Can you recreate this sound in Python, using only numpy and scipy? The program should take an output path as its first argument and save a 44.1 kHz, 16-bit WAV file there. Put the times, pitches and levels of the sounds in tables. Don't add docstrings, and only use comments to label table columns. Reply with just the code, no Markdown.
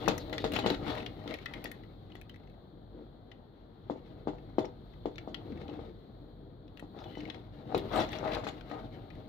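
import sys
import numpy as np
from scipy import signal
from scipy.fft import rfft, irfft, next_fast_len
from scipy.io import wavfile

SR = 44100
rng = np.random.default_rng(int(sys.argv[2]) if len(sys.argv) > 2 else 0)


def boost_factor(decibels):
    exponent = np.asarray(decibels, float) / 20
    return 10 ** exponent


def waveform_to_disk(signal):
    frames = np.transpose(np.atleast_2d(signal))
    scaled = np.clip(frames, -1, 1) * 32767
    samples = np.round(scaled).astype(np.int16)
    wavfile.write(sys.argv[1], SR, samples)


N = 409248

# (frequency [Hz], level [dB], t60 [s])
TABLE_MODES = [(201, -15, 0.2), (230, 0.5, 0.13), (301, 3, 0.19), (345.8, -0.5, 0.21), (396.3, -4, 0.26),
               (447.6, -1.5, 0.14), (487.6, -7.5, 0.31), (627, 0.5, 0.13), (732, 5, 0.031),
               (803, -1, 0.077), (930, -6.5, 0.034), (1090, -12.5, 0.058), (1230, -12, 0.098),
               (1400, -17, 0.035)]


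def rms_one(x):
    return x / np.sqrt(np.mean(x ** 2) + 1e-20)


def in_time(rows):
    s, *columns = np.transpose(rows)
    return [np.interp(np.arange(N) / SR, s, column) for column in columns]


def at_hz(points, hz):
    point_hz, values = np.array(points)[:, 0], np.array(points)[:, 1]
    return np.interp(np.log(hz), np.log(point_hz), values)


def band(x, low_hz, high_hz, order=2):
    edges_hz = [low_hz, min(high_hz, .45 * SR)]
    return signal.sosfilt(signal.butter(order, edges_hz, "band", fs=SR, output="sos"), x)


def drift(rate_hz):
    r = np.exp(-80 * np.pi * rate_hz / SR)
    slow = signal.lfilter([1], [1, -2 * r, r * r], rng.standard_normal(N // 40 + 2002))[2000:]
    return np.interp(np.arange(N) / 40, np.arange(len(slow)), rms_one(slow))


def decay(t, t60_s):
    return boost_factor(-60 * t / t60_s)


def onset(t, rise_s):
    return 1 - np.exp(-t / rise_s)


def ring(force, hz, t60_s):
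    r, w = boost_factor(-60 / (max(t60_s, .003) * SR)), 2 * np.pi * hz / SR
    return signal.lfilter([0, np.sin(w)], [1, -2 * r * np.cos(w), r * r], force + 1e-18)


def struck(modes, strength_db, damping, t):
    hz, level_db, t60_s = np.transpose(modes)[:, :, None]
    heights = boost_factor(level_db + strength_db[:, None] - 60 * t / (t60_s * damping))
    sound = np.sum(heights * np.sin(2 * np.pi * hz * t), axis=0)
    return sound / np.abs(sound).max()


def convolve(x, answer):
    return signal.fftconvolve(x, answer[None], axes=1)[:, :x.shape[1]]


def add(out, s, sound, pan_db):
    at = round(s * SR)
    panned = boost_factor([[pan_db / 2], [-pan_db / 2]]) * sound
    out[:, at:at + sound.shape[-1]] += panned[:, :N - at]


def all_knocks():
    # (time [s], peak [dB], crack above the knock [dB], strongest ring [Hz])
    single = [(0.0746, -8, -22.5, 804), (0.323, -25, -17.5, 307), (0.438, -14, -23, 480),
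              (0.533, -24.5, -12.5, 340), (0.557, -21.5, -22, 750), (0.585, -19.5, -20, 800),
              (0.658, -12, -21, 525), (0.7, -16, -29, 327), (0.744, -46, -4, 303), (1.256, -30.5, -39, 326),
              (1.339, -47, -9, 293), (1.645, -27, -21, 312), (2.149, -38, -22, 308),
              (5.053, -17.5, -38, 324), (5.272, -24, -36, 297), (5.687, -32, -37, 462),
              (5.789, -31, -46, 465), (6.822, -29.5, -37.5, 240), (7.169, -29, -30, 303),
              (7.7425, -10.5, -35, 442), (8.01, -22, -20, 750), (8.365, -20.5, -27.5, 740),
              (8.433, -29, -16, 730), (8.464, -22, -19.5, 780), (8.71, -27, -32, 730)]
    # (time [s], peak [dB], strongest ring [Hz])
    bumps = [(.023, -29, 301), (.157, -33, 458), (.296, -36, 390), (0.403, -43, 280), (0.503, -34, 374),
             (0.64, -24, 626), (0.333, -31.5, 1400), (0.811, -30, 304), (0.862, -26, 800), (.899, -23, 627),
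             (0.999, -37, 500), (7.851, -30, 490), (7.912, -26.5, 627), (7.957, -17, 700),
             (7.968, -22, 800), (7.805, -33, 320), (7.765, -34, 300), (7.985, -28, 795), (7.999, -22, 765),
             (8.036, -37, 310), (8.087, -45, 619), (8.183, -39, 730), (8.226, -23.5, 479),
             (8.237, -26.5, 783), (8.254, -22, 596), (8.277, -23, 714)]
    # (time [s], peak [dB])
    rocks = [
        (3.895, -17.5),
        (4.269, -16),
        (4.58, -10),
    ]
    bump_crack_db = -37
    heel_hz, heel_crack_db, bounce_s, bounce_db = 374, -35.5, .061, -16.5
    small = [(s, db, bump_crack_db, hz) for s, db, hz in bumps]
    heel = [(s + k * bounce_s, db + k * bounce_db, heel_crack_db, heel_hz)
            for s, db in rocks for k in range(2)]
    return single + small + heel


def knocks():
    # (frequency [Hz], level [dB], t60 [s])
    joint_modes = [(2110, 0.5, 0.0089), (3500, -5.5, 0.029), (4130, 0.5, 0.006), (5680, -11.5, .01),
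                   (6720, -4, 0.011)]
    push_hz, push_follows = 560, .5001
    knock_delay_s = .003
    out, t = np.zeros((2, N)), np.arange(SR // 5) / SR
    events = all_knocks()
    chance = rng.standard_normal((len(events), len(TABLE_MODES)))
    joints = struck(joint_modes, np.zeros(len(joint_modes)), 1, t[:SR // 40])
    for (s, peak_db, crack_db, hz), spread in zip(events, chance):
        sinking_s = (t - .0012) * max(hz / 400, 1) ** push_follows
        push = np.sin(2 * np.pi * push_hz * sinking_s - .35) * np.exp(-(sinking_s / 0.00064) ** 2)

        modes = np.array(TABLE_MODES + [(hz, 1.5, .028)])
        apart_db = -4 * np.abs(np.log2(modes[:, 0] / hz))
        uneven_db = np.append(2.5 * spread, 0)
        wood = band(-struck(modes, apart_db + uneven_db, 1.22, t), 196, 2000) * onset(t, .0016)

        shiver = rng.standard_normal(len(t)) ** 3 * decay(t, 0.094)
        shiver = signal.fftconvolve(shiver, wood * decay(t, 0.09))[:len(t)]
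        shiver = shiver / np.abs(shiver).max()

        clumps = boost_factor(2.0 * rng.standard_normal(len(t) // 90 + 1)).repeat(90)[:len(t)]
        jolts = rng.standard_normal((2, len(t))) * clumps * decay(t, 0.15) * onset(t, 0.0052)
        rattle = 0.17 * convolve(jolts, joints) + band(jolts, 900, 4760, order=3)
        rattle = boost_factor(crack_db + 5.5) * rattle * [[.7], [1.4]]

        knock = boost_factor(peak_db) * (0.81 * push + 0.5 * wood + 0.27 * shiver + rattle)
        add(out, s + knock_delay_s, knock, 5.4 + 4.0 * np.log2(hz / 300))
    return out


def all_ticks():
    # (time [s], peak [dB], strongest ring [Hz])
    swing = [(0.0576, -37, 2000), (0.328, -27, 2080), (0.33, -32, 3970), (0.742, -35, 2280),
             (7.793, -39, 3900), (0.38, -22.5, 3500), (0.4413, -26, 3710), (0.551, -33, 3500),
             (0.557, -28, 2320), (0.563, -19.5, 3000), (0.6604, -18.5, 4020), (0.745, -29, 3800),
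             (0.851, -54, 1740), (0.899, -37, 1740), (0.976, -36.5, 1990), (1.001, -38, 2600),
             (7.923, -43, 1500), (8.2532, -44, 1870), (8.276, -35, 1840), (1.028, -38, 2020),
             (1.213, -54, 1950), (1.062, -27.5, 3430), (1.276, -30.5, 3220), (1.3073, -36, 2030),
             (1.3862, -37.5, 2240), (1.4576, -27, 1950), (1.5367, -31, 2100), (1.6553, -30, 1960),
             (1.835, -49.5, 1950), (7.747, -26.5, 3830), (8.13, -29.5, 2920), (7.96, -30, 3270),
             (7.973, -27, 4020), (8.001, -30, 3500), (8.034, -36, 1950), (8.319, -29.5, 2800),
             (8.3478, -26, 4030), (8.443, -48, 3610), (8.468, -37, 1880), (8.609, -42, 1290),
             (8.713, -38.5, 1930), (9.1027, -47, 2060), (9.151, -45.5, 2000)]
    # (time [s], peak [dB], strongest ring [Hz])
    held = [(2.101, -53, 1960), (2.1186, -45, 2980), (2.165, -55, 3500), (2.398, -60, 2020),
            (2.435, -56, 2130), (2.473, -57, 2100), (2.539, -63, 2000), (4.383, -52, 2150),
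            (4.646, -43, 2100), (7.002, -48, 3900), (3.3147, -47.5, 1950), (3.317, -44.5, 2880),
            (5.186, -46, 3260), (7.203, -38, 3000), (2.153, -47, 2930), (4.2822, -45, 1450),
            (4.936, -54, 1980), (5.157, -41.5, 3600), (5.344, -25.5, 3240), (5.52, -50, 2250),
            (5.574, -46, 2180), (5.613, -44, 2100), (5.68, -41, 3320), (5.694, -44, 3350),
            (6.6786, -51.5, 3570), (7.0405, -37, 3500), (7.1525, -39.5, 2070), (7.207, -41, 2120),
            (7.252, -38, 2220), (7.3, -36, 2000), (7.3, -30, 3430), (7.344, -37, 3120)]
    # (time [s], peak [dB], strongest ring [Hz], crack [dB])
    snaps = [(0.296, -42, 3820, -19), (0.5194, -31.5, 2780, -11), (0.535, -30, 3060, -10),
             (0.589, -26, 3900, -18), (0.701, -18.5, 3900, -24), (0.951, -35.5, 1870, -19),
             (1.339, -26, 2400, -22), (1.715, -35.5, 2130, -7), (2.152, -44, 1950, -15),
             (2.2133, -43.5, 2470, -11), (2.294, -40.5, 3100, -18), (2.342, -47.5, 1950, -25),
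             (2.359, -48, 2120, -18), (2.498, -57, 2220, -15), (8.045, -36, 4070, -25),
             (8.333, -32, 3980, -25), (6.772, -39.5, 2800, -24), (6.795, -40.5, 2040, -17),
             (7.7775, -33.5, 3760, -9), (7.958, -35.5, 1730, -7.5), (8.119, -39, 1980, -12),
             (8.6965, -46, 2600, -18)]
    # (time [s], peak [dB], strongest ring [Hz], crack [dB], thin panels [dB])
    panel = [(0.082, -17, 2600, -18, 14), (0.179, -32.5, 2040, -8.5, 17), (1.641, -36.5, 2470, -2, -23),
             (3.9074, -55, 3460, -38, -17), (4.5976, -44, 3500, -14, -11), (4.653, -38, 3760, -31, 13),
             (4.273, -52, 3820, -42, -10), (4.584, -37, 3900, -37, 0), (3.898, -59, 3840, -40, -18),
             (5.057, -38, 3500, -26, -21), (5.1814, -31, 2330, -35, -13), (6.988, -44, 4060, -37, -11),
             (7.276, -44, 2710, -29, -21), (8.088, -35, 2070, -33, 8), (8.185, -34.5, 3500, -32, 14),
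             (8.486, -31.5, 3500, -39, -2)]
    swing_crack_db, swing_thin_db = -27, -34
    held_crack_db, held_thin_db = -33, -26
    snap_thin_db = -9
    return ([(*row, swing_crack_db, swing_thin_db) for row in swing]
            + [(*row, held_crack_db, held_thin_db) for row in held]
            + [(*row, snap_thin_db) for row in snaps] + panel)


def ticks():
    # (frequency [Hz], level [dB], t60 [s])
    shell_modes = [(1400, 5, 0.041), (1950, 1, 0.16), (2220, 6, 0.037), (2600, 6, 0.06), (2980, 3.5, 0.099),
                   (3350, 12.5, 0.024), (3900, 9.5, 0.027), (4400, -13, 0.04), (5050, -26, 0.0099),
                   (5630, -16, 0.02), (6320, -17, 0.0099), (6950, -28, 0.015)]
    own_ring_t60_s, own_ring_db, damping = .055, 7.5, .33
    chatter_gain, chatter_t60_s, crack_t60_s = .18, .04, .022
    out, t = np.zeros((2, N)), np.arange(SR // 12) / SR
    events = all_ticks()
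    chance = rng.standard_normal((len(events), 2, len(shell_modes)))
    for (s, peak_db, hz, crack_db, thin_db), (spread, detune) in zip(events, chance):
        modes = np.array(shell_modes + [(hz, 2.5, own_ring_t60_s)])
        modes[:-1, 0] *= 1 + 0.025 * detune
        near_pitch_db = -7 * np.abs(np.log2(modes[:, 0] / hz))
        apart_db = np.where(modes[:, 0] < 4800, near_pitch_db, thin_db + 19.0)
        ringing = struck(modes, apart_db + np.append(2.7 * spread, own_ring_db), damping, t)

        noise = rng.standard_normal((3, 2, len(t)))
        contact = (noise[0] + 0.2 * noise[0, 0]) ** 3
        contact = contact * decay(t, 0.027) * onset(t, 0.00032)
        body = band(convolve(contact, ringing), 1300, 7550, order=3)
        body = body / np.abs(body).max()

        chatter = chatter_gain * band(noise[1], 1700, 5600, order=3) * decay(t, chatter_t60_s)
        crack = band(noise[2], 14300, 23000) * [[.8], [4.0]] + band(noise[2], 7700, 14900) * [[1.1], [1.5]]
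        crack = boost_factor(crack_db + 6) * crack * decay(t, crack_t60_s) * onset(t, 0.00061)
        add(out, s, boost_factor(peak_db) * (body + chatter + crack), 9.0 - 4.6 * np.log2(hz / 2000))
    return out


def slips(per_s, uneven_db):
    sizes = boost_factor(uneven_db * np.minimum(rng.exponential(1, N), 4)) * rng.choice([-1, 1], N)
    return sizes * (rng.random(N) < per_s * boost_factor(2.5 * drift(30)) / SR)


def rubbed(modes, per_s, uneven_db, damping):
    patchy_db, patches_hz = 3.2, 9
    shared = [slips(per_s, uneven_db), slips(per_s, uneven_db)]
    total = np.zeros(N)
    for k, (hz, db, t60_s) in enumerate(modes):
        gain = boost_factor(db + patchy_db * drift(patches_hz)) / np.sqrt(t60_s)
        total += gain * ring(shared[k % 2], hz, t60_s * damping)
    return rms_one(total)


def fidgeting():
    # (time [s], feet on the table [dB], fingers on the shell [dB])
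    hands = [(0.0, -43, -51.5), (0.45, -44.5, -63.5), (1.06, -47, -60), (1.32, -54.5, -61.5),
             (1.65, -50, -62), (1.89, -56.5, -69), (2.71, -57, -71.5), (3.7, -59.5, -71), (4.08, -54, -68),
             (5.01, -55, -69), (5.86, -57, -70), (6.74, -54, -73.5), (7.5, -56.5, -67.5),
             (7.85, -41.5, -55), (8.3, -52, -54), (8.5, -53.5, -63.5), (8.81, -49.5, -61),
             (9.28, -52.5, -66.5)]
    feet_share = 0.38
    hiss_db, hiss_follows = -77.5, 0.71
    feet_db, fingers_db = in_time(hands)
    scuff_db = feet_share * feet_db + (1 - feet_share) * fingers_db
    return feet_db, scuff_db, fingers_db, hiss_db + hiss_follows * (fingers_db + 57.5)


def strokes():
    # (time [s], length [s], table drag [dB], scuff [dB], shell rub [dB])
    slides = [(0.042, 0.19, -42, -68, -52), (0.511, 0.1, -35, -43.5, -42), (0.613, 0.16, -37, -41, -45.5),
              (0.763, 0.094, -39, -53, -58), (0.817, 0.22, -41, -40, -44),
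              (1.247, 0.13, -41.5, -48.5, -49.5), (1.456, 0.15, -50.5, -51, -54),
              (2.892, 0.17, -51, -72.5, -91), (5.17, 0.82, -46, -56.5, -69.5),
              (5.474, 0.5, -61, -61, -64.5), (6.913, 0.22, -51.5, -50, -70),
              (7.006, 0.45, -48.5, -56.5, -62.5), (7.689, 0.069, -51, -43.5, -62),
              (7.735, 0.074, -33, -54, -52), (7.902, 0.15, -47, -34.5, -42.5),
              (7.957, 0.1, -36.5, -37, -43), (8.103, 0.1, -65, -45.5, -49),
              (8.168, 0.26, -42, -39.5, -48.5), (8.419, 0.087, -46.5, -49.5, -62),
              (8.673, 0.15, -70, -45, -61)]
    hiss_db, hiss_follows = -88.5, 1
    power = np.zeros((4, N))
    for s, length_s, *levels_db in slides:
        at, swell = round(s * SR), np.hanning(round(length_s * SR)) ** 0.92
        levels_db.append(hiss_db + hiss_follows * (levels_db[-1] + 58.5))
        power[:, at:at + len(swell)] += boost_factor(levels_db)[:, None] ** 2 * swell
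    return power


def above_still(level_db, still_db):
    return np.sqrt(np.maximum(boost_factor(level_db) ** 2 - boost_factor(still_db) ** 2, 0))


def handling():
    # (drag [dB], scuff [dB], rub [dB], hiss [dB])
    rest_db = (-58, -68.5, -71.5, -86)
    # (frequency [Hz], level [dB per Hz])
    grain = [(530, -30), (900, 0), (1060, -16.5), (1300, -11.5), (1660, -12), (2140, -3), (2370, -10.5),
             (2750, -8.5), (3930, 0), (5120, -48), (5840, -29), (7040, -42), (7740, -25), (8500, -37),
             (11000, -71), (18700, -120)]
    sway_hz, sway_db, sway_t60_s = 82.7, -9, 0.92
    fidget = [above_still(level_db, still_db) for level_db, still_db in zip(fidgeting(), rest_db)]
    drag, scuff, rub, hiss = np.sqrt(np.square(fidget) + strokes())
    flicker = drift(13)
    sway = drag * boost_factor(sway_db) * rms_one(ring(rng.standard_normal(N), sway_hz, sway_t60_s))
    drag = drag * boost_factor(2.1 * flicker) * rubbed(TABLE_MODES[:7], 900, 2.5, 0.46)
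    scuff = scuff * boost_factor(0.58 * flicker) * rubbed(TABLE_MODES[7:], 1500, 4.3, 0.5)
    panels = [(hz, at_hz(grain, hz), 42 / hz) for hz in np.geomspace(1100, 8000, 24)]
    near, far = rubbed(panels, 1800, 2.7, 1), rubbed(panels, 1800, 3.4, 0.33)
    rub = rub * boost_factor(2.9 * flicker) * np.array([near, 0.087 * near + 0.67 * far])
    hiss = hiss * boost_factor(1.2 * flicker) * rms_one(band(rng.standard_normal((2, N)), 8600, 21000))
    low = sway + drag * boost_factor([[2.2], [-2.2]]) + scuff * boost_factor([[4.0], [-7.0]])
    return low + rub * boost_factor([[2.4], [-2.4]]) + hiss * boost_factor([[-1.5], [3.0]])


def squeaks():
    # (time [s], length [s], frequency [Hz], level [dB])
    joint_squeaks = [(0.612, 0.045, 3000, -47), (0.63, 0.03, 2000, -51), (.635, .025, 650, -38),
                     (.74, .014, 1350, -47), (1.304, .04, 2130, -54), (4.605, 0.04, 3500, -60),
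                     (6.965, 0.05, 3550, -65), (6.98, .04, 4950, -70), (7.03, .04, 3400, -63),
                     (7.05, 0.06, 3000, -62), (7.125, 0.09, 3000, -60), (7.215, .03, 3000, -64),
                     (7.12, .1, 2020, -66), (7.93, .05, 1300, -42), (8.085, 0.06, 2050, -62),
                     (1.46, .06, 1950, -56), (1.54, .05, 2080, -56), (8.68, .3, 640, -57),
                     (8.22, .08, 630, -41)]
    # (time [s], length [s],
    # frequency [Hz], level [dB])
    scrapes_and_glints = [(0, 0.015, 3830, -58), (.19, 0.049, 4100, -53), (.385, 0.056, 3760, -48.5),
                          (6.96, 0.12, 3800, -64.5), (7.15, 0.083, 4020, -63), (7.77, .04, 3680, -50),
                          (7.99, 0.052, 3600, -63), (8.24, 0.15, 1850, -48.5), (7.925, 0.065, 1340, -40),
                          (.178, 0.01, 6000, -49), (.875, .1, 4230, -55), (1.277, 0.0054, 6530, -71),
                          (1.535, 0.0062, 10800, -58), (1.641, 0.011, 5000, -46.5), (5.157, 0.0049, 6380, -60),
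                          (5.183, 0.0051, 5800, -56), (6.794, 0.0117, 8800, -57.5), (7.205, .012, 5700, -63),
                          (7.298, .012, 5500, -74), (6.98, 0.048, 5700, -72), (7.17, 0.024, 5700, -66),
                          (7.915, .06, 5900, -58), (7.93, 0.11, 9500, -59), (7.94, 0.062, 7660, -50.5),
                          (7.996, 0.019, 5730, -46.5), (8.26, 0.068, 3930, -57), (8.484, 0.013, 7240, -50),
                          (8.45, 0.017, 5850, -65)]
    out = np.zeros((2, N))
    for rows, t60_s, graininess in ((joint_squeaks, .1, 1), (scrapes_and_glints, .004, 3)):
        for s, length_s, hz, db in rows:
            swell = np.hanning(round(length_s * SR)) ** .5
            friction = rng.standard_normal(len(swell)) ** graininess
            add(out, s, boost_factor(db) * swell * rms_one(ring(friction, hz, t60_s)), 4.5)
    return out


def room(x):
    t60_s, wall_cut_hz, apart_hz = 0.27, 6600, 480
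    lags = [283, 347, 431, 509, 613, 727, 829, 953, 1087, 1213, 1361, 1499]
    size = next_fast_len(N + SR)
    bins = np.arange(size // 2 + 1)
    turn = np.exp(-2j * np.pi * bins / size)
    wall = 1 / (1 + 1j * bins * SR / size / wall_cut_hz)
    answer = np.zeros((2, len(turn)), complex)
    for k, lag in enumerate(lags):
        loop = boost_factor(-60 * lag / SR / t60_s) * wall * turn ** lag
        answer[k % 2] += (-1) ** (k // 2) * loop / (1 - loop)
    echo = irfft(rfft(x.mean(axis=0), size) * answer, size)[:, :N]
    middle = echo.mean(axis=0)
    return middle + band(echo - middle, apart_hz, 19000)


def air():
    # (frequency [Hz], level [dB per Hz])
    colour = [(30, -19.5), (48, 7), (64, -12), (100, 1.5), (170, -6), (450, -15), (1000, -27), (1950, -38),
              (2700, -50.5), (3300, -33.5), (4300, -33), (5200, -59.5), (9000, -66.5), (15000, -52.5)]
    # (frequency [Hz], correlation [-1 to 1])
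    likeness = [(60, .99), (130, .97), (290, .86), (500, .55), (800, .25), (1200, .35), (2000, .05),
                (15000, 0)]
    # (time [s], level [dB])
    rumble = [
        (0.0, -52.5),
        (0.62, -46.5),
        (1.34, -54.5),
        (3.69, -60.5),
        (4.16, -52.5),
        (6.93, -58.5),
        (8.22, -49),
        (8.63, -55.5),
        (9.28, -52.5),
    ]
    # (time [s], level [dB])
    sizzle = [(0.0, -53), (0.49, -59), (2.07, -74), (3.57, -80.5), (5.48, -68.5), (6.67, -79.5),
              (7.11, -64), (7.65, -81), (7.96, -52), (8.19, -66), (8.66, -73), (9.28, -71)]
    air_db, sizzle_mean_db, sizzle_follows, sizzle_hz = -51, -76, 0.69, 3000
    hz = np.maximum(np.arange(N // 2 + 1) * SR / N, 10)
    mid, side = rfft(rng.standard_normal((2, N))) * boost_factor(at_hz(colour, hz))
    alike = np.clip(at_hz(likeness, hz), -.95, .99)
    both = np.sqrt(1 + alike) * mid + np.sqrt(1 - alike) * side * [[1], [-1]]
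    bass_share = 1 / (1 + (hz / 180) ** 4)
    bass, rest = irfft(both * bass_share, N), irfft(both * (1 - bass_share), N)
    spread = np.std(bass + rest)
    (rumble_db,), (sizzle_db,) = in_time(rumble), in_time(sizzle)
    wavering = boost_factor(.6 * drift(5))
    treble = irfft(both / (1 + (sizzle_hz / hz) ** 8), N)
    rest = rest + treble * (boost_factor(sizzle_follows * (sizzle_db - sizzle_mean_db)) - 1)
    swelling = bass * boost_factor(rumble_db + 55.5) + rest * wavering * boost_factor([[2.5], [-2.5]])
    return boost_factor(air_db) * swelling / spread


def microphone(x):
    # (centre [Hz], width [Hz], depth [dB])
    dip = (8380, 7900, -10)
    hz, width_hz, dip_db = dip
    notched = signal.lfilter(*signal.iirnotch(hz, hz / width_hz, fs=SR), x)
    return band(notched + boost_factor(dip_db) * (x - notched), 70, 19000)


def ports(x):
    turn_rad, flip_hz, flip_width_hz = .47, 1060, 230
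    size = next_fast_len(N + SR)
    turned = irfft(rfft(x[1], size) * np.exp(-1j * turn_rad), size)[:N]
    r = np.exp(-np.pi * flip_width_hz / SR)
    poles = [1, -2 * r * np.cos(2 * np.pi * flip_hz / SR), r * r]
    return np.array([x[0], signal.lfilter(poles[::-1], poles, turned)])


def scene():
    room_db = -14.5
    near = knocks() + ticks() + handling() + squeaks()
    return ports(microphone(near + boost_factor(room_db) * room(near)) + air())


def band_limit(x):
    return signal.sosfilt(signal.butter(12, 16820, fs=SR, output="sos"), x)


def record(dry):
    top_cut = signal.cheby2(14, 60, 16250, fs=SR, output="sos")
    mix = signal.sosfilt(top_cut, dry)
    return band_limit(mix)


dry = scene()
out = record(dry)
waveform_to_disk(out)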